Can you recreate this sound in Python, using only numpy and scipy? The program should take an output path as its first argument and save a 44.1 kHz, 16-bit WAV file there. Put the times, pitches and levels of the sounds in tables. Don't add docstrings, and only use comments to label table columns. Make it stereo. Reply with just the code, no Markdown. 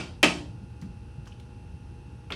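import sys
import numpy as np
from scipy import signal
from scipy.fft import rfft, irfft, next_fast_len
from scipy.io import wavfile
from scipy.ndimage import uniform_filter1d

SR = 44100
rng = np.random.default_rng(int(sys.argv[2]) if len(sys.argv) > 2 else 0)


def wav_record(signal):
    frames = np.transpose(np.atleast_2d(signal))
    bounded = np.clip(frames, -1, 1)
    quanta = np.round(bounded * 32767).astype(np.int16)
    wavfile.write(sys.argv[1], SR, quanta)


N = 103635
LEAD_S = .25


# frequency in Hz, relative level in dB.
CLANG_SPECTRUM = [(150, -25), (500, -13), (850, -6.5), (1500, -1), (1900, -3), (2200, 0.5), (2700, -0.5),
                  (3000, 0.5), (3300, -1), (3600, -8.5), (4900, -10.5), (6000, -12.5), (8000, -20.5),
                  (10800, -36), (12500, -40), (16000, -44)]
# frequency in Hz, relative level in dB.
BOOM_SPECTRUM = [(40, -44), (120, -15), (190, -9.5), (290, 2.5), (430, -2), (650, -6), (1200, -14.5),
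                 (4000, -45.5)]
# start in seconds, level in dB, brightness as a low-pass corner in Hz,
# then the struck spot's pitch in Hz, relative level in dB and t60 in seconds.
DOOR_BLOWS = [(-.07, -5, 9600, 2740, -6, 0.038), (0.2293, 1, 15260, 2350, -2.5, .035),
              (2.3034, -21.5, 1800, 2491, -6, 0.02), (2.3213, -24, 7320, 3520, 5.5, 0.011)]

def door_blow(db, corner_hz, spot_hz, spot_db, spot_t60):
    crack = burst(hump(8800, octaves=.74), db=-12, attack_s=.0001, t60=.008)
    spot = burst(hump(spot_hz, octaves=.085), spot_db, attack_s=.0016, t60=spot_t60)
    clang = burst(CLANG_SPECTRUM, db=-11, attack_s=.0007, t60=.12)
    boom = burst(BOOM_SPECTRUM, db=-14.5, attack_s=.0056, t60=.17)
    lowpass = signal.butter(2, corner_hz, fs=SR, output="sos")
    return undb(db) * (spot + signal.sosfilt(lowpass, crack + clang + boom))


# pitch in Hz, relative level in dB, t60 in seconds.
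DOOR_MODES = [(141, -35, .7), (178, -23, .5), (240, -25, .42), (295, -25, .45), (327, -28, .45),
              (350, -29, .45), (624, -27, .33), (910, -30, .35), (2068, -22, .13), (2321, -21, .26),
              (2581, -17, .22), (2745, -19, .17), (3072, -28, .22), (3905, -32, .22)]

def door_ring(db, corner_hz):
    trim_db, rise_cycles = -2.5, 2.5
    t = np.arange(SR)[None] / SR
    tones = 0
    for hz, mode_db, t60 in DOOR_MODES:
        gain = undb(trim_db + db + mode_db) / np.hypot(1, (hz / corner_hz) ** 2)
        tone = np.sin(2 * np.pi * (hz * t + rng.random()))
        tones = tones + gain * tone * fade(rise_cycles / hz, t60)
    return tones


# start in seconds, level in dB, centre in Hz, width in octaves, t60 in seconds.
METAL_RESONANCES = [(0.2421, -7.5, 7600, 0.16, 0.005), (.2475, -25, 7800, 0.1334, 0.015),
                    (0.8146, -44, 5020, 0.33, 0.023), (.822, -51, 1363, 0.655, 0.1034),
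                    (1.256, -54, 3480, 0.57, 0.052), (1.268, -45.5, 1183, 0.25, 0.066),
                    (1.272, -51.5, 5570, 0.3, 0.073), (1.274, -50.5, 2850, .06, 0.066),
                    (1.32, -50.5, 2960, 0.13, 0.058), (1.398, -49.5, 3100, 0.45, .04),
                    (1.399, -63, 9420, 0.106, .04), (2.3034, -33.5, 1200, 0.26, 0.12),
                    (2.3218, -38.5, 4420, 0.115, 0.069)]

def metal_resonance(db, hz, octaves, t60):
    return burst(hump(hz, octaves), db, attack_s=.00074, t60=t60)


# start in seconds, level in dB, centre in Hz, t60 in seconds.
PANEL_BUMPS = [(0.491, -36, 118.2, 0.2096), (.61, -38.5, 161.2, 0.18), (.823, -31.5, 178, 0.3),
               (0.848, -35, 55, 0.313), (1.178, -26, 135, 0.059), (1.729, -36, 166.2, .12)]

def panel_bump(db, hz, t60):
    thud = hump(hz, octaves=.433) * [1, 2]
    return burst(thud, db, attack_s=.0046, t60=t60)


# frequency in Hz, echo level in dB, t60 in seconds.
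ROOM_REVERB = [(60, -5.5, .7), (200, -8.5, 1), (500, -8, 0.66), (1200, -5.5, .4), (2400, -6.5, 0.32),
               (4640, -0.5, .42), (7600, -3.5, 0.35), (11000, 1, 0.4), (12200, -16, .13)]

def concrete_room(direct):
    hz = np.fft.rfftfreq(SR, 1 / SR)
    white = rfft(noise([(20, 0), (20000, 0)], SR, STEREO_WIDTH)) / np.sqrt(SR)
    centres = np.geomspace(40, 18000, 19)
    response = 0
    for centre, pick in zip(centres, np.eye(len(centres))):
        band = irfft(white * lookup(np.column_stack([centres, pick]), hz), SR)
        tail = fade(attack_s=.0087, t60=lookup(ROOM_REVERB, centre, column=2))
        tail /= np.sqrt(np.mean(tail ** 2))
        response = response + undb(lookup(ROOM_REVERB, centre)) * band * tail
    echoes = signal.fftconvolve(direct.mean(axis=0)[None], response, axes=1)
    return direct + echoes[:, :direct.shape[1]]


# pitch in Hz, level in dB.
HUM_PARTIALS = [(79, -54.5), (118, -52), (358, -67), (479, -68), (827, -66), (884, -71), (1416, -75),
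                (2541, -77), (2713, -72.5)]

def machine_hum():
    waver_db, drift_rad = 1, .5
    t = np.arange(N) / SR
    hum = 0
    for hz, db in HUM_PARTIALS:
        gain = np.sqrt(2) * undb(db + waver_db * wander(rate_hz=8))
        hum = hum + gain * np.sin(2 * np.pi * hz * t + drift_rad * wander(rate_hz=6.3))
    return hum * pan(db=-6.5)


# frequency in Hz, relative level in dB.
ROOM_TONE_SPECTRUM = [(18, -62.5), (30, -28), (50, -6.5), (80, -3.5), (125, -10), (207, -15.5),
                      (318, -22.5), (500, -30.5), (720, -39.5), (850, -32.5), (1120, -39), (1500, -37.5),
                      (2150, -45.5), (2700, -39), (3400, -46), (6000, -47.5), (7100, -56.5), (8300, -51.5),
                      (10700, -52), (12200, -69.5), (15000, -72.5)]
# frequency in Hz, side minus mid in dB.
ROOM_TONE_WIDTH = [(60, -13), (110, -20.5), (200, -14.5), (380, 0.5), (700, 10), (1290, 3), (2380, -1.5),
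                   (4400, 0), (8120, -6), (15000, 5.5)]
# frequency in Hz, left minus right in dB.
ROOM_TONE_BALANCE = [(60, -5.5), (110, -1), (200, -4.5), (380, 0.5), (700, 4.5), (1290, 0.5), (2380, 0),
                     (4400, 3.5), (8120, 0.5), (15000, -2)]

def room_tone():
    bed = noise(ROOM_TONE_SPECTRUM, N, ROOM_TONE_WIDTH)
    return undb(-44.5) * equalise(bed, ROOM_TONE_BALANCE, weight=np.array([[.5], [-.5]]))


# frequency in Hz, side minus mid in dB.
STEREO_WIDTH = [(60, -12), (300, -4.5), (700, -0.5), (1300, 0), (2400, -5.5), (4400, 1.5), (8500, 0),
                (14000, 2)]

def burst(spectrum, db, attack_s, t60):
    narrowed = np.array(STEREO_WIDTH) + [0, -5]
    return undb(db) * noise(spectrum, SR, narrowed) * fade(attack_s, t60)


def noise(spectrum, size, width):
    hz = np.fft.rfftfreq(size, 1 / SR)
    mid, side = np.exp(2j * np.pi * rng.random((2, len(hz))))
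    side *= undb(lookup(width, hz))
    stereo = irfft(np.array([mid + side, mid - side]) * undb(lookup(spectrum, hz)), size)
    return stereo / stereo.std()


def hump(hz, octaves):
    grid = np.geomspace(20, 20000, 60)
    detune = np.log2(grid / hz) / octaves
    return np.column_stack([grid, -20 * np.log10(1 + detune ** 2 / 2)])


def fade(attack_s, t60):
    t = np.arange(SR) / SR
    return (1 - np.exp(-t / attack_s)) * np.exp(-np.log(1000) * t / t60)


def wander(rate_hz):
    hold = int(SR / rate_hz)
    steps = np.repeat(rng.standard_normal(200), hold)[:N]
    return uniform_filter1d(steps, hold)


def equalise(x, curve, weight=1):
    size = next_fast_len(2 * N)
    gain = undb(weight * lookup(curve, np.fft.rfftfreq(size, 1 / SR)))
    return irfft(rfft(x, size) * gain, size)[:, :N]


def lookup(table, hz, column=1):
    table = np.array(table, float)
    return np.interp(np.log(hz + 1), np.log(table[:, 0] + 1), table[:, column])


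def undb(db):
    return 10 ** (np.asarray(db) / 20)


def pan(db):
    return undb(np.array([[db], [-db]]) / 2)


def add(track, start, sound):
    i = max(int((start + LEAD_S) * SR), 0)
    part = sound[:, :track.shape[1] - i]
    track[:, i:i + part.shape[1]] += part


def scene():
    lead = int(LEAD_S * SR)
    background = machine_hum() + room_tone()
    hits, tones = np.zeros((2, 2, lead + N))
    for start, db, corner_hz, *spot in DOOR_BLOWS:
        add(hits, start, door_blow(db, corner_hz, *spot))
        add(tones, start, door_ring(db, corner_hz))
    for start, *resonance in METAL_RESONANCES:
        add(hits, start, metal_resonance(*resonance))
    for start, *bump in PANEL_BUMPS:
        add(hits, start, panel_bump(*bump))
    door = (concrete_room(hits) + tones)[:, lead:]
    return door * pan(db=-1.5) + background


# frequency in Hz, gain in dB.
MIC_EQ = [(20, -13.5), (45, 1), (10800, -0.5), (12500, -3.5), (16000, -5.5)]

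def record(dry):
    top_cut = signal.ellip(8, .2, 70, 15900, fs=SR, output="sos")
    rounded = np.tanh(equalise(dry, MIC_EQ))
    return signal.sosfilt(top_cut, rounded)


dry = scene()
out = record(dry)
wav_record(out)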